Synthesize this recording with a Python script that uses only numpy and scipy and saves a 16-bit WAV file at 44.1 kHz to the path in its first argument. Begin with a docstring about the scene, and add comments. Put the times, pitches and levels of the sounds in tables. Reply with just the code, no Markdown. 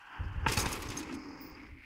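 """In a meadow, a mountain bike lands from a jump close to the microphone and rolls away.
The rear wheel hits with a thump and a hard clack of the frame, and the front follows.
The chain slaps and jingles ever more weakly, and there is one thin, very high squeak.
Knobbly tyres hum and rustle through the grass; wind stirs a hedge and buffets the microphone."""
import sys
import numpy as np
from scipy import signal
from scipy.fft import rfft, irfft, next_fast_len
from scipy.io import wavfile
from scipy.ndimage import uniform_filter1d, map_coordinates

SR = 44100
rng = np.random.default_rng(int(sys.argv[2]) if len(sys.argv) > 2 else 0)


def to_wav(sig):
    """Store sig (one row per channel, or 1-D mono) as 16-bit WAV at the path in sys.argv[1].

    Samples outside -1..1 are clipped; the rate is SR.
    """
    pcm = np.clip(np.atleast_2d(sig), -1, 1) * 32767
    pcm = np.round(pcm).astype(np.int16)
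    wavfile.write(sys.argv[1], SR, pcm.T)  # frames by channels


N = 81585


def amp(db):
    """Turn decibels into a number to multiply by."""
    return 10 ** (np.asarray(db) / 20)


def unit(x):
    """Scale x to an average (rms) strength of 1."""
    return x / np.sqrt(np.mean(x ** 2) + 1e-20)


def clock():
    """The time of each sample, in seconds."""
    return np.arange(N) / SR


def loudness(points):
    """A volume curve through (t/s, level/dB) points."""
    times, db = np.transpose(points)
    return amp(np.interp(clock(), times, db))


def flutter(depth_db, per_s):
    """A smooth, random flicker in volume."""
    return amp(depth_db * map_coordinates(rng.standard_normal(400), [clock() * per_s], mode="wrap"))


def filtered(x, response):
    """Multiply each frequency in x by response(hz)."""
    size = next_fast_len(N + SR // 2)
    return irfft(rfft(x, size) * response(np.fft.rfftfreq(size, 1 / SR)), size)[:N]


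def coloured(x, tone):
    """Shape x with (f/Hz, gain/dB) points, then scale it to strength 1."""
    f, db = np.transpose(tone)
    return unit(filtered(x, lambda hz: amp(np.interp(np.log(hz + 1), np.log(f), db))))


def fuzzy_tone(hz, width_hz):
    """Noise squeezed into a narrow band, so it has a pitch."""
    return unit(filtered(rng.standard_normal(N), lambda f: 1 / (1 + (2 * (f - hz) / width_hz) ** 2)))


def steadied(x, window_s):
    """Even out the chance swells in a noise."""
    power = uniform_filter1d(x ** 2, max(2, int(window_s * SR)))
    return unit(x / np.sqrt(np.abs(power) + 1e-4))


def crackle(per_s, smooth):
    """Tiny random ticks mixed with a share of smooth noise."""
    ticks = (rng.random(N) < per_s / SR) * rng.standard_normal(N)
    return unit(unit(ticks) + smooth * rng.standard_normal(N))


def burst(start, hold, t60, rise=0.00031):
    """A volume curve that rises, holds, then drops 60 dB every t60 seconds."""
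    t = clock() - start
    return np.clip(t / rise, 0, 1) * amp(-60 * np.maximum(t - hold, 0) / t60)


def struck(force, envelope, modes, bright=0):
    """A shaken part rings at its own pitches (modes); bright adds treble, in dB per octave."""
    def response(f):
        body = sum(amp(db) * 1j * f * width / (hz * hz - f * f + 1j * f * width)
                   for hz, width, db in modes)
        return body * amp(bright * np.log2((f + 500) / 6000))
    x = filtered(force, response)
    return x * np.linalg.norm(envelope) / (np.linalg.norm(x) + 1e-12)  # same energy as the envelope


def ring(start, modes):
    """Tapped steel rings with fading pure tones (f/Hz, level/dB, t60/s)."""
    t = np.maximum(clock() - start, 0)
    tones = sum(amp(db - 60 * t / t60) * np.sin(2 * np.pi * hz * t) for hz, db, t60 in modes)
    return tones * (1 - np.exp(-t / 0.00089))


def hiss():
    """A faint, steady hiss behind everything."""
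    # tone of the hiss: f/Hz, gain/dB
    tone = [(300, 19), (3500, -1), (7000, -1), (11000, -1), (15000, -10)]
    return amp(-79.5) * coloured(rng.standard_normal(N), tone)


def wind():
    """Moving air rumbles on the microphone, rushes around the flying bike and stirs the hedge."""
    # how loud the gusts, rush and leaves are: t/s, level/dB
    gust_levels = [(0, -76), (.17, -75), (.2, -35), (.25, -36.5), (.335, -44), (.38, -34), (.415, -39.5),
                   (.5, -37), (.545, -50), (.63, -40), (.69, -44), (.76, -48), (.9, -47.5), (.99, -60),
                   (1.15, -58.5), (1.35, -66), (1.62, -60), (1.73, -48.5), (1.79, -59), (1.85, -65)]
    rush_levels = [(0, -55.5), (.09, -52.5), (.15, -46.5), (.23, -52.5), (.45, -51), (.7, -63),
                   (1.1, -72.5)]
    leaf_levels = [(0, -81.5), (1.1, -58.5), (1.53, -61.5), (1.58, -55.5), (1.65, -57.5), (1.74, -62),
                   (1.83, -56)]
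    # the tone of each: f/Hz, gain/dB
    gust_tone = [(10, -36), (30, -3.5), (90, -2.5), (150, -19), (250, -29), (600, -37), (2000, -100)]
    rush_tone = [(240, -41), (400, -16), (602, -14.5), (841, 6), (1100, 2.5), (1250, -2.5), (1570, 4.5),
                 (1910, -5), (2190, -11), (2660, -4.5), (3150, -10.5), (3600, -30), (4150, -50),
                 (4600, -21.5), (5770, -62), (15000, -44)]
    leaf_tone = [(300, -27), (680, -16), (1000, -19), (1750, -4.5), (2200, 4), (2600, -4.5), (3000, -13),
                 (3600, -21), (4600, -21.5), (6500, -35), (15000, -38)]
    gusts = steadied(coloured(rng.standard_normal(N), gust_tone), window_s=0.063)
    rush = coloured(rng.standard_normal(N), rush_tone)
    rush = unit(filtered(rush, lambda f: f ** 2 / (f ** 2 + 544 ** 2)))  # thins out below 544 Hz
    leaves = coloured(crackle(per_s=1400, smooth=0.74), leaf_tone)
    return loudness(gust_levels) * gusts + loudness(rush_levels) * rush + loudness(leaf_levels) * leaves


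def meadow_echo(x, level_db=-16, t60=0.2):
    """Ground and bushes add a weak, short echo to x."""
    t = np.arange(SR // 2) / SR
    tail = rng.standard_normal(len(t)) * amp(-60 * t / t60)
    return x + amp(level_db) * signal.fftconvolve(x, tail / np.linalg.norm(tail))[:N]


def grass():
    """Stems whip the spokes, dry blades rustle under the wheels and tall grass swishes further off."""
    # how loud the stems, blades and swish are: t/s, level/dB
    stem_levels = [(.46, -72), (.485, -35.5), (.53, -39.5), (.56, -44), (.60, -40), (.65, -43),
                   (.75, -45.5), (.86, -50), (1.0, -51.5), (1.07, -57.5), (1.15, -56), (1.2, -93),
                   (1.85, -100)]
    blade_levels = [(.47, -85.5), (.50, -50.5), (.64, -56), (.76, -54), (.85, -65), (.95, -64), (1.01, -71),
                    (1.06, -87.5)]
    swish_levels = [(0, -101), (.16, -71), (.21, -90), (.255, -65), (.31, -111), (.41, -84), (.46, -71),
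                    (1.1, -69), (1.22, -59), (1.35, -65), (1.43, -59.5), (1.6, -72), (1.67, -70.5),
                    (1.75, -86)]
    # the tone of each: f/Hz, gain/dB
    stem_tone = [(1000, -5.5), (2500, 6), (3300, 0.5), (3900, -2), (5000, -1), (6500, -5.5), (7500, -7),
                 (9200, -18.5), (11500, -15), (12500, -34), (15500, -32)]
    blade_tone = [(5000, -34), (8000, -5), (11000, -6), (14000, -8), (16000, -15)]
    swish_tone = [(3000, -70), (4200, -9.5), (5050, 7.5), (5900, -10), (6500, -8), (8500, -26),
                  (15000, -31)]
    stems = flutter(2.5, per_s=69.88) * coloured(crackle(per_s=2500, smooth=1.06), stem_tone)
    blades = coloured(crackle(per_s=3200, smooth=0.61), blade_tone)
    swish = flutter(1.0, per_s=59.6) * coloured(crackle(per_s=2000, smooth=0.99), swish_tone)
    near = loudness(stem_levels) * stems + loudness(blade_levels) * blades
    return near + loudness(swish_levels) * swish


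def tyres():
    """The tyres spin, then crush the grass; their knobbly tread hums louder under load."""
    # how loud the rustle and hum are: t/s, level/dB
    rustle_levels = [(.05, -77), (.16, -59.5), (.40, -67), (.47, -40.5), (.52, -36.5), (.555, -43),
                     (.60, -36), (.68, -40), (.79, -44.5), (.98, -45.5), (1.16, -51), (1.38, -52.5),
                     (1.54, -57), (1.635, -57), (1.68, -61), (1.85, -89)]
    hum_levels = [(.05, -82), (.16, -64), (.40, -62.5), (.48, -64), (.62, -47), (.78, -52.5), (.92, -51.5),
                  (1.0, -41), (1.05, -54.5), (1.09, -44), (1.17, -41), (1.24, -53), (1.27, -42.5),
                  (1.38, -54.5), (1.44, -49.5), (1.55, -56.5), (1.63, -52.5), (1.68, -66), (1.77, -55.5),
                  (1.82, -70)]
    # tone of the rustle: f/Hz, gain/dB
    rustle_tone = [(60, -1.5), (150, 4), (230, 2), (400, 6), (540, -1.5), (660, -8.5), (850, 1.5),
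                   (1100, 1.5), (1400, -3.5), (1900, -9.5), (2600, -9.5), (3300, -50), (6000, -23),
                   (15000, -94)]
    rustle = flutter(1.1, per_s=45) * coloured(crackle(per_s=800, smooth=0.94), rustle_tone)
    tread = steadied(fuzzy_tone(hz=287.2, width_hz=52), window_s=0.027)
    hum = flutter(1.5, per_s=29.9) * tread
    return loudness(rustle_levels) * rustle + loudness(hum_levels) * hum


def squeak(start=1.406, rise_s=0.0082, fade_db_per_s=145):
    """A thin, very high squeak, like a brake pad brushing its disc."""
    t = np.maximum(clock() - start, 0)
    fade = np.minimum(t / rise_s, 1) * amp(-50 - fade_db_per_s * t)
    return fade * burst(start, hold=0.095, t60=0.076) * fuzzy_tone(hz=15200, width_hz=450)


def chain():
    """Each slap is a quick run of links hitting the steel of the drive."""
    # chain slaps: t/s, level/dB, hold/s, brightness/(dB per octave)
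    slaps = [(0.472, -50, 0.002, -2), (0.482, -48, 0.0045, 0), (0.519, -35, 0.0063, -2),
             (0.533, -40, 0.01, 1), (0.5708, -30, 0.0025, -10), (0.5751, -32, 0.0025, -1),
             (0.587, -33.5, 0.019, -1.5), (0.611, -40.5, 0.019, -2), (0.658, -33.5, 0.0023, -12),
             (0.688, -46, 0.0046, 0), (0.717, -41, 0.0026, 7), (0.727, -35.5, 0.0036, -0.5),
             (0.821, -45.5, 0.006, 5), (0.8884, -42.5, 0.0015, -9), (0.901, -44, 0.0039, -3.5),
             (0.969, -42.5, 0.004, -4.5), (0.986, -47, 0.013, -0.5), (1.027, -48.5, 0.0076, -9.5),
             (1.125, -44.5, 0.0029, -13.5), (1.14, -54, 0.013, -3)]
    # where the steel rings: f/Hz, width/Hz, gain/dB
    steel_modes = [(2555, 110, 4.5), (3840, 68, 1), (4490, 57, -1), (5240, 540, 8), (6460, 740, 10),
                   (8010, 540, 4.5), (9160, 510, 5.5), (10850, 200, 3), (14000, 900, -12)]
    out = np.zeros(N)
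    for start, db, hold, bright in slaps:
        envelope = burst(start, hold, t60=0.034)
        links = steadied(crackle(per_s=3500, smooth=0.69), window_s=0.0015)
        out += amp(db) * struck(links * envelope, envelope, steel_modes, bright)
    return out


def jingle():
    """Single links and spokes clink, and one struck steel part rings out clearly."""
    # clinks: t/s, level/dB, f/Hz
    clinks = [(.5225, -28, 5070), (0.5748, -24, 4470), (.577, -34, 3765), (.594, -29, 3870),
              (.612, -30, 6430), (.6595, -29.5, 3670), (0.66, -36, 8800), (.7285, -33.5, 11130),
              (.8855, -40, 6350), (.9023, -38.5, 3560), (1.549, -45.5, 4840)]
    # the clear ring: t/s, level/dB
    pings = [(0.9737, -28.5)]
    # its tones: f/Hz, gain/dB, t60/s
    ping_modes = [(5030, -13, 0.046), (6400, 2, 0.033), (6570, -6.5, 0.026), (10880, -14, 0.057)]
    clinking = sum(ring(start, [(hz, db, 0.029)]) for start, db, hz in clinks)
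    return clinking + sum(amp(db) * ring(start, ping_modes) for start, db in pings)


def thumps(rise_s=0.004, t60=0.085):
    """Tyres and suspension take each hit with a low, dull note."""
    # thumps: t/s, level/dB, f/Hz
    hits = [(0.427, -23, 81), (0.463, -24, 124.6), (0.502, -33, 93), (0.574, -19, 95), (.661, -29.5, 91),
            (0.885, -29, 102), (1.066, -37, 83), (1.151, -37, 72), (1.521, -37.5, 55)]
    out = np.zeros(N)
    for start, db, hz in hits:
        t = np.maximum(clock() - start, 0)
        envelope = amp(db - 60 * t / t60) * (1 - np.exp(-t / rise_s))
        out += envelope * np.sin(2 * np.pi * hz * t)
    return out


def frame_clacks():
    """The landing and later bumps jolt the frame through soft rubber, which dulls the treble."""
    # jolts: t/s, level/dB, hold/s
    jolts = [(0.462, -23, 0.0065), (0.5735, -32, 0.0065), (0.658, -43.5, 0.012), (1.091, -45.5, 0.012),
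             (1.386, -58, 0.0038), (1.568, -55, 0.0064)]
    # where the frame rings: f/Hz, width/Hz, gain/dB
    frame_modes = [(277, 140, 3.5), (450, 180, -2), (902, 78, 11), (1170, 180, -5.5), (1300, 120, 7.5),
                   (1610, 61, 9), (1850, 260, -3), (2390, 180, -3), (2540, 220, 3), (5000, 600, -4)]
    rubber = signal.butter(6, 2830, "lowpass", fs=SR, output="sos")
    out = np.zeros(N)
    for start, db, hold in jolts:
        envelope = burst(start, hold, t60=0.032, rise=0.00078)
        jolt = steadied(crackle(per_s=1400, smooth=0.76), window_s=0.0026)
        force = signal.sosfilt(rubber, jolt * envelope)
        out += amp(db) * struck(force, envelope, frame_modes)
    return out


def scene():
    """Add everything into one channel; only the bike's knocks and jingles echo."""
    impacts = frame_clacks() + thumps() + chain() + jingle()
    return (meadow_echo(impacts) + tyres() + grass() + squeak() + hiss() + wind())[None]


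def record(dry, top_hz=15750):
    """Cut away all sound above top_hz."""
    return filtered(dry[0], lambda hz: hz < top_hz)[None]


dry = scene()
out = record(dry)
to_wav(out)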